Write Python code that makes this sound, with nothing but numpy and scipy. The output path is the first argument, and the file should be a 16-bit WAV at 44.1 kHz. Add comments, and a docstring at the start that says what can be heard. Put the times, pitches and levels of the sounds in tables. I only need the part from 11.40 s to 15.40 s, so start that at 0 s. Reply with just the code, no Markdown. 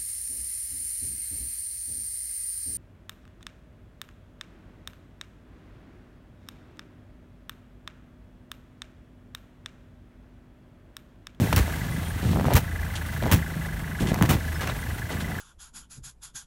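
"""Boots creak, thud and crunch through cold snow while a diesel tractor idles across a clearing.
Under each boot the snow packs with dull creaks and thuds, then the crust gives way in a bright crunch.
Lighter scuffs and a few thin squeaks fall between the steps, over a soft hiss.
The engine throbs and knocks throughout, as each firing puffs out of the exhaust and rings the block."""
import sys
import numpy as np
from scipy import signal
from scipy.fft import rfft, irfft
from scipy.io import wavfile
from scipy.ndimage import uniform_filter1d

SR = 44100
rng = np.random.default_rng(int(sys.argv[2]) if len(sys.argv) > 2 else 0)


def digitize_waveform(pressure):
    """Quantize a signal to 16-bit integers and store it at the path in sys.argv[1].

    Rows of a 2-D input are taken as channels; values are limited to [-1, 1].
    """
    field = np.atleast_2d(pressure).T
    bounded = np.clip(field, -1, 1)
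    quanta = np.round(bounded * 32767).astype(np.int16)
    wavfile.write(sys.argv[1], SR, quanta)


N = 176400
TIME = np.arange(N) / SR

# the dull tone of creaking snow (pitch [Hz], relative level [dB])
CREAK_SPECTRUM = [(120, -12.5), (300, 5), (750, 4.5), (1200, -3), (3500, -12.5), (15000, -38)]


def from_db(db):
    """Turn decibels into a number to multiply by."""
    return 10 ** (np.asarray(db) / 20)


def rms_one(x):
    """Scale a sound so that its average strength (rms) is 1."""
    return x / np.sqrt(np.mean(x ** 2) + 1e-20)


def level(rows, column=1):
    """A volume curve through points in time and dB, silent before and after them."""
    rows = np.array(rows)
    return from_db(np.interp(TIME, rows[:, 0], rows[:, column], left=-np.inf, right=-np.inf))


def noise():
    """White noise: all pitches, equally strong."""
    return rng.standard_normal(N)


def colour(x, spectrum):
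    """Make some pitches louder and others softer, then scale to strength 1."""
    hz, db = np.transpose(spectrum)
    freqs = np.maximum(np.arange(N // 2 + 1) * SR / N, 1)
    gain = from_db(np.interp(np.log(freqs), np.log(hz), db)) * np.minimum(freqs / hz[0], 1)
    # make the filter ring only after a click, never before it
    cepstrum = irfft(np.log(gain), N)
    cepstrum[1:N // 2] *= 2
    cepstrum[N // 2 + 1:] = 0
    return rms_one(irfft(rfft(x) * np.exp(rfft(cepstrum)), N))


def resonate(x, hz, width):
    """Keep one band of pitches, so the sound rings there."""
    r = np.exp(-np.pi * width / SR)
    feedback = [1, -2 * r * np.cos(2 * np.pi * hz / SR), r * r]
    return signal.lfilter(np.array([1, 0, -1]) * (1 - r * r) / 2, feedback, x)


def disperse(x, cycles):
    """Delay every pitch by the same number of its own cycles: a click becomes a falling chirp."""
    return irfft(rfft(x) * np.exp(-2j * np.pi * cycles * np.log1p(np.arange(N // 2 + 1))), N)


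def drift(hz):
    """A smooth random wobble, mostly slower than hz."""
    freqs = np.arange(N // 2 + 1) * SR / N
    return rms_one(irfft(rfft(noise()) / (1 + (freqs / hz) ** 2) ** 2, N))


def grains(per_s, spread_db):
    """Tiny cracks: clicks of uneven size at random moments."""
    clicks = (rng.random(N) < per_s / SR) * np.sign(noise())
    return rms_one(clicks * from_db(spread_db * np.minimum(rng.exponential(1, N), 4)))


def burst(start, attack, hold, decay):
    """A volume curve that rises, then fades from `hold` after its start; all in seconds."""
    age = TIME - start
    return np.clip(age / attack, 0, 1) * np.exp(-np.clip((age - hold) / decay, 0, 20))


def hiss():
    """A soft hiss that slowly swells and fades."""
    # its loudness (time [s], level [dB])
    loudness = [(0, -38.5), (1.32, -54), (1.75, -46), (2.55, -53.5), (2.95, -45.5), (4, -49.5)]
    # its tone (pitch [Hz], relative level [dB])
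    spectrum = [(500, -11), (1500, 23), (5000, 16), (15000, 13)]
    return level(loudness) * colour(noise(), spectrum)


def engine_knock(firings):
    """Each firing rings the engine block, some harder than others."""
    # how the block rings (pitch [Hz], width [Hz], level [dB], delay [firings])
    rings = [(1510, 150, -51, 0.02), (1690, 130, -47.5, .0), (2004, 70, -49.5, 0.04)]
    # the knock fades and swells (time [s], level change [dB])
    swell = [(0, 2.5), (1.2, -2.5), (1.35, 2.5), (4, 2.5)]
    attack, decay = .05, .38  # counted in firings
    knock = 0
    for hz, width, db, delay in rings:
        age = (firings - delay) % 1
        strength = from_db(1.7 * noise())[(firings - delay).astype(int)]
        hits = np.minimum(age / attack, 1) * np.exp(-(age / decay) ** 2) * strength
        ring = resonate(resonate(hits * noise(), hz, width), hz, width=400)
        knock = knock + from_db(db) * rms_one(ring)
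    return knock * level(swell)


def tractor():
    """Each firing puffs through the exhaust and knocks on the block, over gritty machine noise."""
    # engine speed (time [s], rate [firings per second])
    speed = [(0, 25.6), (0.6, 27.4), (1.0, 28.1), (1.5, 26.75), (2.4, 26.69), (3.3, 25.91), (3.7, 26.56),
             (4, 28.42)]
    # exhaust hum (pitch [times the firing rate], level [dB])
    exhaust_tones = [(2, -42), (3, -35.5), (4, -48.5), (6, -43), (25, -58.5)]
    # exhaust rumble (pitch [Hz], relative level [dB])
    rumble_spectrum = [(38, 6), (58, 0.5), (110, 3.5), (240, -7.5), (420, -19.5), (900, -45.5)]
    # machine noise (pitch [Hz], relative level [dB])
    machine_spectrum = [(100, -5), (800, 6.5), (1250, 3.5), (3000, -3), (4200, -8.5), (7000, -11.5),
                        (12000, -8.5), (16000, -13.5)]
    first_knock_s = .0254
    rate = np.interp(TIME, *np.transpose(speed))
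    firings = np.cumsum(rate) / SR - first_knock_s * speed[0][1] + 2  # goes up by 1 per firing
    hum = 0
    for multiple, db in exhaust_tones:
        strength = from_db(db + 3.14 * drift(hz=2.4)) * np.sqrt(2)
        hum = hum + strength * np.sin(2 * np.pi * (multiple * firings + rng.random()))
    throb = 1 + 0.62 * np.cos(2 * np.pi * (firings + 0.28))
    rumble = from_db(-34) * colour(noise(), rumble_spectrum) * throb
    knock = engine_knock(firings)
    fluttering_noise = noise() * from_db(2.22 * drift(hz=90))
    return hum + rumble + knock + from_db(-42) * colour(fluttering_noise, machine_spectrum)


def squeaks():
    """Faint, thin squeaks and clinks: noise ringing at one high pitch each."""
    # each squeak (time [s], level [dB], hold [s], pitch [Hz])
    events = [(.11, -47, .012, 11700), (.5, -54, .12, 9290), (0.641, -48.5, 0.068, 9330),
              (.652, -44, .016, 3250), (3.143, -47, 0.016, 5230), (3.272, -41, .008, 2700),
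              (3.292, -41, .008, 3850), (3.385, -52, 0.032, 9350), (3.527, -52, 0.03, 9250)]
    out = 0
    for start, db, hold, hz in events:
        ring = rms_one(resonate(noise(), hz, width=70))
        out = out + from_db(db) * burst(start, attack=.006, hold=hold, decay=.013) * ring
    return out


def scuffs():
    """The swinging leg brushes lightly between steps."""
    # each scuff (time [s], level [dB], hold [s])
    events = [(0.816, -44, 0.12), (1.553, -34, 0.012), (2.599, -38.5, 0.025), (2.669, -35, 0.026),
              (3.708, -40.5, 0.019), (3.803, -38, 0.013)]
    # the tone of brushing (pitch [Hz], relative level [dB])
    spectrum = [(800, 9), (2000, 4.5), (3000, 13), (5500, 4.5), (8500, 2.5), (11000, 1), (16000, -46)]
    volume = sum(from_db(db) * burst(start, attack=.0014, hold=hold, decay=.013)
                 for start, db, hold in events)
    return colour(grains(per_s=4000, spread_db=2.0), spectrum) * volume


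def thumps():
    """Low thumps that die almost at once: boots dropping onto firmer snow, and one dull engine knock."""
    # each thump (time [s], level [dB], pitch [Hz])
    events = [(0.137, -10.5, 89), (0.17, -5.5, 96), (0.202, -5.5, 71.4), (1.146, 0, 86), (1.941, -12.5, 68),
              (2.165, -21, 177), (2.716, -11.5, 118), (2.814, -7.5, 175), (2.952, -13.5, 102)]
    out = 0
    for start, db, hz in events:
        volume = from_db(db) * burst(start, attack=.00154, hold=.00154, decay=.0086)
        out = out + volume * np.sin(2 * np.pi * hz * (TIME - start))
    return out


def slips():
    """Snow slips as it packs, each time with a tiny, gritty, falling chirp."""
    # each slip (time [s], level [dB])
    events = [(.02, -24), (.071, -24), (.127, -18), (.279, -27), (.932, -26), (.96, -23), (.971, -25),
              (.987, -25), (.997, -18), (1.01, -20), (1.044, -24), (1.053, -20), (1.075, -24), (1.083, -17),
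              (1.105, -19), (1.116, -18), (1.121, -18), (1.824, -24), (1.864, -22), (1.894, -26),
              (2.717, -19), (2.759, -25), (2.788, -26), (2.811, -18), (2.841, -22), (3.296, -24)]
    typical_start_hz, spread_octaves, glide_s = 1300, 0.3, .0018
    grit = .35 * colour(noise(), CREAK_SPECTRUM)
    out = 0
    for start, db in events:
        age = np.maximum(TIME - start, 0)
        start_hz = typical_start_hz * 2 ** (spread_octaves * rng.standard_normal())
        cycles = start_hz * glide_s * np.log1p(age / glide_s)
        volume = from_db(db) * burst(start, attack=.0004, hold=.0017, decay=.0017)
        out = out + volume * (np.sin(2 * np.pi * cycles) + grit)
    return out


def packing_snow():
    """Weight on the boot squeezes the snow, which creaks dully and thuds."""
    # one list of points per step (time [s], creak level [dB], thud level [dB])
    steps = [
        [(0, -42, -20.5), (.075, -32.5, -27), (.11, -56, -35), (.135, -35, -28.5), (.2, -34, -20.5),
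         (.24, -44, -38), (.6, -46.5, -34.5)],
        [(.828, -39.5, -27), (.99, -44, -20.5), (1.12, -31.5, -26), (1.175, -26.5, -15.5), (1.22, -61, -56)],
        [(1.82, -32, -22.5), (1.87, -34.5, -22.5), (1.905, -35, -41), (1.925, -39, -12), (1.955, -47, -21),
         (2.02, -44, -39)],
        [(2.607, -38.5, -20.5), (2.71, -36.5, -27), (2.8, -39.5, -31), (2.835, -25, -14), (2.88, -52, -30),
         (2.9, -29.5, -17.5), (2.99, -37, -35)],
        [(3.208, -37, -47), (3.33, -39.5, -30.5)],
        [(3.705, -32.5, -30.5), (3.8, -53, -36.5), (3.89, -40, -35), (4, -52, -47)],
    ]
    # the deep tone of the thud (pitch [Hz], relative level [dB])
    thud_spectrum = [(40, -8), (120, 0), (220, -6), (450, -21), (1000, -47)]
    chirps = disperse(grains(per_s=260, spread_db=1.5), cycles=1.3)
    creak = colour(chirps, CREAK_SPECTRUM) * sum(level(step, column=1) for step in steps)
    thud = colour(grains(per_s=500, spread_db=2.5), thud_spectrum)
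    thud_volume = sum(level(step, column=2) for step in steps)
    return creak + thud * uniform_filter1d(thud_volume, size=200)  # soften sudden edges


def breaking_crust():
    """The icy crust gives way in bright bursts of tiny cracks; longer breaks fade more slowly."""
    # each break (time [s], level [dB], hold [s], treble change [dB])
    breaks = [(.127, -16.5, 0.0042, -26), (.162, -17, 0.0011, 13), (0.165, -21.5, 0.021, -6),
              (1.135, -25, 0.0042, 5.5), (1.153, -18, 0.015, -1.5), (1.914, -18, 0.02, -2),
              (2.743, -19.5, 0.001, -2.5), (2.788, -33, 0.0018, 4), (2.8241, -7.5, 0.00068, 1.5),
              (2.853, -25, 0.0047, -8), (2.891, -19.5, 0.021, -3.5), (3.208, -27, 0.023, -30),
              (3.271, -32, 0.0055, -18), (3.287, -33.5, 0.016, -21)]
    # the tone of cracking ice (pitch [Hz], relative level [dB])
    spectrum = [(200, -27.5), (500, -0.5), (1300, -0.5), (2800, -3.5), (4200, -8), (6000, -7.5),
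                (8000, -9.5), (16000, -6.5)]
    treble_from_hz = 3800
    ice = colour(grains(per_s=6500, spread_db=5), spectrum)
    body = signal.sosfilt(signal.butter(1, treble_from_hz, fs=SR, output="sos"), ice)
    treble = ice - body
    out = 0
    for start, db, hold, treble_db in breaks:
        volume = from_db(db) * burst(start, attack=.0007, hold=hold, decay=hold)
        out = out + volume * (body + from_db(treble_db) * treble)
    return out


def scene():
    """Footsteps close by, the tractor further off and a soft hiss, in one channel."""
    footsteps = packing_snow() + slips() + breaking_crust() + scuffs() + squeaks()
    return (footsteps + thumps() + tractor() + hiss())[None]


def record(dry):
    """The microphone rounds off peaks, weakens two pitches and loses the very lowest and highest."""
    # pitches the microphone weakens (pitch [Hz], width [Hz], depth [0-1])
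    dips = [(4910, 240, 0.7), (10480, 420, 0.67)]
    peak_limit, low_cut_hz, high_cut_hz = 0.68, 46, 15750
    rounded = peak_limit * np.tanh(dry / peak_limit)
    sound = signal.sosfilt(signal.butter(4, low_cut_hz, "high", fs=SR, output="sos"), rounded)
    for hz, width, depth in dips:
        sound = sound - depth * resonate(sound, hz, width)
    return signal.sosfilt(signal.ellip(12, .1, 80, high_cut_hz, fs=SR, output="sos"), sound)


dry = scene()
out = record(dry)
digitize_waveform(out)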